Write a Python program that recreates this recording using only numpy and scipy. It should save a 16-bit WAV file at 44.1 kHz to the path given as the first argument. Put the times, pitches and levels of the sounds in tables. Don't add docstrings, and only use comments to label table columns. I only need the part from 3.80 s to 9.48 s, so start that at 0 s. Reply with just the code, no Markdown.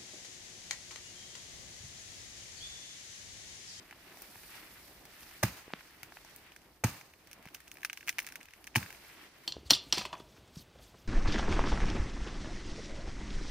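import sys
import numpy as np
from scipy import signal
from scipy.fft import rfft, irfft, next_fast_len
from scipy.io import wavfile
from scipy.ndimage import uniform_filter1d

SR = 44100
rng = np.random.default_rng(int(sys.argv[2]) if len(sys.argv) > 2 else 0)


def voltage_ratio(level):
    return 10 ** (np.asarray(level, float) / 20)


def file_out(sig):
    cols = np.atleast_2d(sig).T
    lim = np.clip(cols, -1, 1)
    pcm = np.round(lim * 32767).astype(np.int16)
    wavfile.write(sys.argv[1], SR, pcm)


N = 250295
PAD = next_fast_len(N)

# (time [s], rustle level [dB], treble level [dB])
LEAF_LEVELS = [(0, -61.5, -68.5), (.2, -61.5, -68.5), (.38, -57.5, -60), (.62, -58.5, -58),
               (.76, -53.5, -58), (.86, -58.5, -62), (1.04, -59.5, -59.5), (1.24, -61.5, -67.5),
               (1.43, -57.5, -57), (1.9, -63.5, -72.5), (2.0, -59, -64.5), (2.1, -62, -67),
               (2.5, -61, -63.5), (2.7, -63.5, -69), (2.94, -71.5, -72.5), (3.42, -69.5, -71.5),
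               (3.55, -65, -69.5), (4.05, -67, -68.5), (4.45, -60.5, -63), (4.57, -66, -70),
               (4.84, -68.5, -72), (5.2, -58.5, -62.5), (5.42, -58.5, -63.5), (5.52, -62, -71.5),
               (5.68, -63, -66)]
# (frequency [Hz], relative level [dB])
LEAF_COLOUR = [(71, -27), (120, -1.5), (231, -5), (308, -0.5), (348, -2), (402, -4.5), (473, -7), (698, -6),
               (988, -7.5), (1980, -1.5), (2530, -3.5), (4590, -4.5), (6500, -12.5), (15000, -6.5),
               (16000, -36)]
# (frequency [Hz], relative level [dB])
RUMBLE_COLOUR = [(12, -53), (20, -32), (22, -1), (49, 6), (118, -1.5), (176, -2), (200, -7), (260, -46),
                 (440, -120)]
# (frequency [Hz], likeness [share from 0 to 1])
LIKENESS = [(60, 0.94), (300, 0.86), (1400, 0.62), (3100, 0.12), (6800, .03), (16000, 0.011)]
# (time [s], snap level [dB], snap pitch [Hz], treble against snap [dB], low part against snap [dB])
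CLEAR_CRACKS = [(0.1108, -37.5, 1960, -13, -24), (0.1268, -38, 1610, -24, -9), (0.345, -52, 1300, -12, 4),
                (0.3726, -51.5, 1740, 2, 6), (0.4208, -50, 2060, 13, -2), (0.4435, -51, 1970, -1, -7),
                (0.7555, -47.5, 1900, -9, 0), (1.432, -46.5, 2780, -5, -6), (1.5124, -47, 2340, -4, -8),
                (1.905, -47.5, 1440, -17, 3), (2.4489, -49, 1810, 0, 0), (0.5575, -43, 1860, -11, -1),
                (1.2538, -48.5, 1760, 3.5, -3), (1.6321, -25.5, 1570, 0.5, 2),
                (1.6354, -24.5, 1350, 0, -0.5), (1.651, -30, 1630, -14, -14), (2.0083, -42, 1598, -16, -11),
                (2.2322, -35.5, 2140, -3, -11.5), (2.3226, -40, 1520, -26, -5.5),
                (2.3707, -37, 1630, -24, -6), (2.5624, -55, 2050, 13.5, -23), (2.7205, -44.5, 2740, -9, -9),
                (2.7634, -40.5, 1820, -7, -14), (3.0388, -28, 2200, -19, -3),
                (3.0409, -28.5, 1920, -1, -22), (3.2125, -41.5, 1790, -9, -12),
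                (3.338, -46.5, 2350, -12, -26), (3.473, -48.5, 2020, -0.5, -16),
                (3.514, -45, 2550, -2, -27), (3.5314, -42, 2580, -1, -32),
                (3.6559, -42.5, 2270, -5.5, -2.5), (3.6743, -41, 2060, -14, -30),
                (3.6866, -44, 2710, -9, -12), (3.745, -56.5, 2460, 16, -8), (3.748, -34.5, 2750, -3.5, -31),
                (3.804, -46, 1870, -2, -24), (3.916, -37, 2570, -3.5, -34), (3.9417, -57, 2080, 11, -3),
                (3.9711, -40.5, 2140, -11, -32), (3.9849, -47, 1980, -9, -12),
                (4.0322, -31, 2060, -11, -41), (4.049, -20, 1800, -7, -23),
                (4.0988, -26.5, 2420, -17.5, -39), (4.131, -33, 2450, -3.5, -19),
                (4.1743, -33.5, 2480, -6.5, -27), (4.2089, -40.5, 2340, -8, -24),
                (4.229, -42.5, 2110, -12, -28), (4.2763, -32, 2470, -5, -34),
                (4.283, -22, 2210, -11, -20.5), (4.2894, -39, 2490, -12, -22), (4.2925, -21, 2270, -9, -35),
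                (4.2945, -22, 2240, -5.5, -29), (4.3282, -43.5, 2500, -6, -23),
                (4.385, -22.5, 2170, -9, -16.5), (4.39, -20, 2320, -10, -37),
                (4.402, -33.5, 2220, -1.5, -27), (4.421, -42, 2100, -7, -23), (4.4466, -40, 2240, -7, -30),
                (4.467, -36.5, 2220, -0.5, -25), (4.4737, -34.5, 1740, -9, -26),
                (4.4885, -38, 2190, -5, -17), (4.5026, -44, 2100, -15, -23), (4.5232, -39.5, 2050, -2, -26),
                (4.5571, -30, 1980, -7, -39), (4.612, -40, 2100, -13, -35), (4.6563, -45.5, 2490, -6, -15),
                (4.6866, -45, 2200, -15, -28), (4.7366, -40, 2220, -11, -34), (4.843, -44, 2624, -2, -33),
                (4.8703, -42.5, 2140, 1, -29), (4.8745, -33, 2070, -11, -43), (4.9444, -44, 2310, -25, -26),
                (4.9534, -25, 2550, -12, -17), (4.9588, -12, 2210, -13, -10), (4.9605, -32, 2400, -1, -22),
                (4.9655, -28.5, 2000, 6, -8), (4.9815, -31.5, 2400, -4, -8), (5.029, -30.5, 1880, -14, -28),
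                (5.062, -38, 1770, -11, -15), (5.105, -36.5, 2080, -8.5, -9.5),
                (5.1272, -42.5, 2050, -3, -15), (5.149, -42.5, 2200, -13, -17)]
# (pitch [Hz], relative level [dB], 60 dB decay [s])
WOOD_RING = [(1571, 3, 0.016), (2140, -3, 0.013), (2460, -8.5, 0.023)]
# (frequency [Hz], relative level [dB])
SNAP_COLOUR = [(1940, -31), (3300, -1.5), (3870, -5), (6390, -4.5), (7440, -12), (8710, -5.5), (9690, -8.5),
               (10600, -6), (12200, -8.5), (15200, -4), (16000, -21.5)]
# (time [s], click level [dB], boom level [dB], boom pitch before ring() lowers it [Hz])
KNOCKS = [(0.562, -53, -47, 113), (1.88, -48, -37, 420), (1.904, -51, -56, 500),
          (1.9365, -17.5, -31.5, 193), (2.233, -58, -46.5, 123), (3.664, -42, -39.5, 169)]
# (time [s], bite until the stem swings back [s], crunch level [dB], edge ring level [dB],
# thump level before it is halved [dB], stem pitch factor [ratio])
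BLOWS = [(1.628, 0.014, -30, -44, -19.5, 1.035), (3.0372, 0.012, -33.5, -23, -18, 1.055),
         (4.954, .0195, -37.5, -41, -22, 1.074)]
# (pitch [Hz], relative level [dB], 60 dB decay [s])
STEM_SWING = [(110, 4, 0.23), (207, -4, 0.15), (313, -8.5, 0.042), (803, -11, .05)]
# (pitch [Hz], relative level [dB], 60 dB decay [s])
BLADE_RING = [(6680, -1, .014), (8360, -6, 0.016)]
# (frequency [Hz], relative level [dB])
CRUNCH_COLOUR = [(240, -10), (400, -6), (865, -1), (2710, -2), (3310, -8.5), (3930, -6), (5190, -6),
                 (5870, -14), (6440, -6.5), (7510, -13), (8500, -7), (9180, -11.5), (12100, -11),
                 (14600, -5.5), (16000, -24)]
# (frequency [Hz], left minus right [dB])
PORT_DIFFERENCE = [(60, -0.2), (400, -1), (1300, 1.2), (2500, 2), (4200, -3), (6000, -13), (8100, -2),
                   (15000, 1.5)]

HISS_DB, HISS_TREBLE_SHARE = -3, 0.41
LOW_DB, LOW_FOLLOW, CALM_DB = -64, 0.37, -62
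RUMBLE_DB = -71
CRACK_LAG, BLOW_LAG = 1.85, 1.26
CRACK_PAN_DB = 0.5
TICKS, TICK_DB, TICK_HZ, TICK_TREBLE_DB, TICK_LOW_DB = 55, 5.5, 2050, -5.5, -8.5
SMALL_SPREAD_DB, SMALL_SPREAD_HZ, SMALL_COLOUR_DB = 2.5, 310, 5
SPLINTERS, SPLINTER_S, SPLINTER_DB, SPLINTER_DB_PER_S = 5, 0.025, -19.5, 152
FIBRES, BEND_S = 30, (3.44, 4.75)
FIBRE_DB, FIBRE_HZ, FIBRE_LOW_DB = -51.5, 2400, -24
CRUNCH_S, SWING_HOLD_S, RING_LEAD_S = 0.0075, 0.014, 0.0079
BODY_DB, SHAKE_DB, SHAKE_T60_S = -21.5, -23, 0.65


def on_hz(table, hz):
    table_hz, value = np.transpose(table)
    return np.interp(np.log(hz + 1), np.log(table_hz), value)


def colour(x, table, lo_hz=0., hi_hz=30000.):
    hz = np.fft.rfftfreq(x.shape[-1], 1 / SR)
    band_power = 1 / (1 + (lo_hz / (hz + 1)) ** 8) / (1 + (hz / hi_hz) ** 8)
    gain = voltage_ratio(on_hz(table, hz)) * np.sqrt(band_power)
    return irfft(rfft(x) * gain / np.sqrt(np.mean(gain ** 2)), x.shape[-1])


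def spread(pair):
    alike = np.clip(on_hz(LIKENESS, np.fft.rfftfreq(pair.shape[-1], 1 / SR)), 0, 1)
    mid = rfft(pair[0]) * np.sqrt((1 + alike) / 2)
    side = rfft(pair[1]) * np.sqrt((1 - alike) / 2)
    return irfft(np.array([mid + side, mid - side]), pair.shape[-1])


def fade(t, t60):
    return (t >= 0) * np.exp(-np.log(1000) * np.maximum(t, 0) / max(t60, 1e-3))


def ring(t, modes, factor=0.97):
    return sum(voltage_ratio(db) * fade(t, t60) * np.sin(2 * np.pi * hz * factor * t) for hz, db, t60 in modes)


def add(out, s, wave, pan_db=0.):
    start = int(s * SR)
    sides = voltage_ratio(np.array([[pan_db], [-pan_db]]) / 2)
    out[:, start:start + wave.shape[-1]] += (np.atleast_2d(wave) * sides)[:, :PAD - start]


def walk(rate):
    k = int(SR / rate)
    held = np.repeat(rng.standard_normal(PAD // k + 1), k)
    return uniform_filter1d(uniform_filter1d(held, k), k)[:PAD]


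def late_left(x, lag):
    turn = np.exp(-2j * np.pi * np.fft.rfftfreq(PAD) * lag)
    return np.array([irfft(rfft(x[0]) * turn, PAD), x[1]])


def rubbing(rate, share, scatter_db):
    hits = rng.random((2, PAD)) < rate / SR
    clicks = rng.standard_normal((2, PAD)) * hits * voltage_ratio(scatter_db * rng.standard_normal((2, PAD)))
    return spread(rng.standard_normal((2, PAD)) + share * clicks / np.sqrt(np.mean(clicks ** 2)))


def leaf_db(t):
    s, rustle, treble = np.transpose(LEAF_LEVELS)
    rustle, treble = np.interp(t, s, rustle), np.interp(t, s, treble)
    hiss = HISS_DB + rustle + HISS_TREBLE_SHARE * (treble - rustle)
    low = LOW_DB + LOW_FOLLOW * (rustle - CALM_DB)
    return rustle, hiss, treble, low


def foliage():
    ranges = []
    for lo_hz, hi_hz, flicker_db in [(850.0, 3130.0, 2.5), (3780.0, 8600.0, 1.26),
                                     (7560.0, 38000.0, 2.0), (142.0, 1030.0, 2.5)]:
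        flicker = voltage_ratio(flicker_db * walk(25.114) + 1.35 * walk(140))
        x = colour(rubbing(1500, 0.52, 4.4), LEAF_COLOUR, lo_hz, hi_hz) * flicker
        ranges.append(x / np.sqrt(np.mean(x ** 2)))
    return sum(x * voltage_ratio(db) for x, db in zip(ranges, leaf_db(np.arange(PAD) / SR)))


def outdoor_rumble():
    level = voltage_ratio(RUMBLE_DB + 2 * walk(2.85))
    return level * colour(spread(rng.standard_normal((2, PAD))), RUMBLE_COLOUR, 0., 159.0)


def small_cracks():
    at = (np.arange(TICKS) + rng.random(TICKS)) * N / SR / TICKS
    db = leaf_db(at)[0] + TICK_DB
    for s, bite_s, *_, thump_db, _ in BLOWS:
        late = SPLINTER_S * rng.exponential(size=SPLINTERS)
        at = np.append(at, s + bite_s + late)
        db = np.append(db, thump_db + SPLINTER_DB - SPLINTER_DB_PER_S * late)
    fibre = np.arange(len(at) + FIBRES) >= len(at)
    at = np.append(at, rng.uniform(*BEND_S, size=FIBRES))
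    db = np.append(db, np.full(FIBRES, FIBRE_DB))
    z = rng.standard_normal((len(at), 4)).T
    hz = np.where(fibre, FIBRE_HZ, TICK_HZ) + SMALL_SPREAD_HZ * z[1]
    treble_db = TICK_TREBLE_DB + SMALL_COLOUR_DB * z[2]
    low_db = np.where(fibre, FIBRE_LOW_DB, TICK_LOW_DB) + SMALL_COLOUR_DB * z[3]
    return list(zip(at, db + SMALL_SPREAD_DB * z[0], hz, treble_db, low_db))


def cracks():
    body, spit, tail = np.zeros((3, 2, PAD))
    lead = 64
    t = (np.arange(3072) - lead) / SR
    for s, db, hz, treble_db, low_db in list(CLEAR_CRACKS) + small_cracks():
        start = max(s - lead / SR, 0)
        noise = rng.standard_normal((3, len(t)))
        pan_db = CRACK_PAN_DB * noise[1, 0]
        snap = -np.exp(-(t / 0.00045) ** 2) * np.cos(2 * np.pi * hz * t)
        pitch = 1 + 0.04 * noise[2, 0]
        wood = 0.16 * sum(ring(t, [mode], pitch) * voltage_ratio(3.5 * z) for mode, z in zip(WOOD_RING, noise[0]))
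        low = voltage_ratio(low_db) * np.exp(-(t / 0.0011) ** 2) * np.sin(2 * np.pi * 830 * t)
        add(body, start, voltage_ratio(db) * (snap + wood + low), pan_db)
        treble_fade = fade(t + 0.00039, 0.0041) + 0.21 * fade(t, 0.058)
        hiss = (0.34 * noise[0] + 0.91 * noise[1:]) * treble_fade
        if treble_db > 6:
            hiss = np.diff(hiss, 2, prepend=0, append=0) / 2
        add(spit, start, voltage_ratio(db + treble_db + 3.0) * hiss, pan_db)
        echo_fade = fade(t - 0.001, 0.016) + 0.12 * fade(t - 0.002, 0.092)
        add(tail, start, voltage_ratio(db - 10.5) * noise[1:] * echo_fade)
    body = colour(body, [(1, 0), (20000, 0)], 670.0)
    direct = late_left(body + colour(spit, SNAP_COLOUR, 4000.0), CRACK_LAG)
    return direct + colour(spread(tail), CRUNCH_COLOUR, 1480.0, 3530.0)


def knocks():
    out, lead = np.zeros((2, PAD)), 64
    t = (np.arange(4096) - lead) / SR
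    for s, click_db, boom_db, hz in KNOCKS:
        click = np.exp(-(t / 0.00009) ** 2) - 0.15 * np.exp(-((t - 0.00017) / 0.00009) ** 2)
        boom = -ring(t, [(hz, 0, 4.0 / hz)])
        add(out, s - lead / SR, voltage_ratio(click_db) * click + voltage_ratio(boom_db) * boom)
    return out


def shaken_leaves():
    return colour(rubbing(3000, 0.49, 2.6), CRUNCH_COLOUR, 200.0) * voltage_ratio(2.2 * walk(60))


def blows(leaf):
    out, shake = np.zeros((2, PAD)), 0
    t, clock = np.arange(16384) / SR, np.arange(PAD) / SR
    for s, delay, crunch_db, blade_db, thump_db, factor in BLOWS:
        bite = np.clip(t / (0.5 * CRUNCH_S), 0, 1) * np.where(t < CRUNCH_S, 1, fade(t - CRUNCH_S, 0.027))
        splinters = rng.standard_normal((3, len(t))) * voltage_ratio(4.27 * rng.standard_normal(len(t)))
        crunch = colour(bite * splinters[0], CRUNCH_COLOUR, 450.0, 2370.0)
        crisp = bite * (0.28 * splinters[0] + 1.2 * splinters[1:])
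        crunch = crunch + colour(crisp, CRUNCH_COLOUR, 5400.0) * 0.5
        u = np.maximum(t - delay, 0)
        grip = np.clip(t / (delay - 0.001), 0, 1) ** 2.0 * (0.11 + 0.74 * np.exp(-(u / SWING_HOLD_S) ** 4))
        swing = sum(voltage_ratio(db) * fade(u, t60) * np.sin(2 * np.pi * hz * factor * (t - delay))
                    for hz, db, t60 in STEM_SWING)
        ground = rng.standard_normal(len(t)) * fade(t - delay - 0.01, 0.26)
        ground = colour(ground, [(60, 1), (170, -4), (400, -14.5)], 75., 290.0)
        body = colour(bite * splinters[0], [(150, 1), (330, -2.5), (600, -10.5)], 200.0, 560.0)
        edge = ring(t - (delay - RING_LEAD_S), BLADE_RING)
        cut = voltage_ratio(thump_db + BODY_DB) * body + voltage_ratio(crunch_db) * crunch + voltage_ratio(blade_db) * edge
        add(out, s, cut + voltage_ratio(thump_db) * (voltage_ratio(-20.0) * ground + grip * swing / 2))
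        since = clock - s
        shake_fade = fade(since, SHAKE_T60_S) + fade(since, 0.05)
        shake = shake + voltage_ratio(thump_db + SHAKE_DB) * np.clip(since / 0.0068, 0, 1) * shake_fade
    return late_left(out, BLOW_LAG) + shake * leaf


def scene():
    background = foliage() + outdoor_rumble()
    return (background + cracks() + knocks() + blows(shaken_leaves()))[:, :N]


def roll_off(x):
    return signal.sosfilt(signal.butter(12, 16970, fs=SR, output="sos"), x)


def record(dry):
    hz = np.fft.rfftfreq(PAD, 1 / SR)
    tilt_db = on_hz(PORT_DIFFERENCE, hz) / 2
    cut = np.sqrt((1 + (hz / 16000) ** 60) * (1 + (34 / (hz + 1)) ** 4))
    ports = irfft(rfft(dry, PAD) * voltage_ratio([tilt_db, -tilt_db]) / cut, PAD)[:, :N]
    return roll_off(ports)


dry = scene()
out = record(dry)
file_out(out)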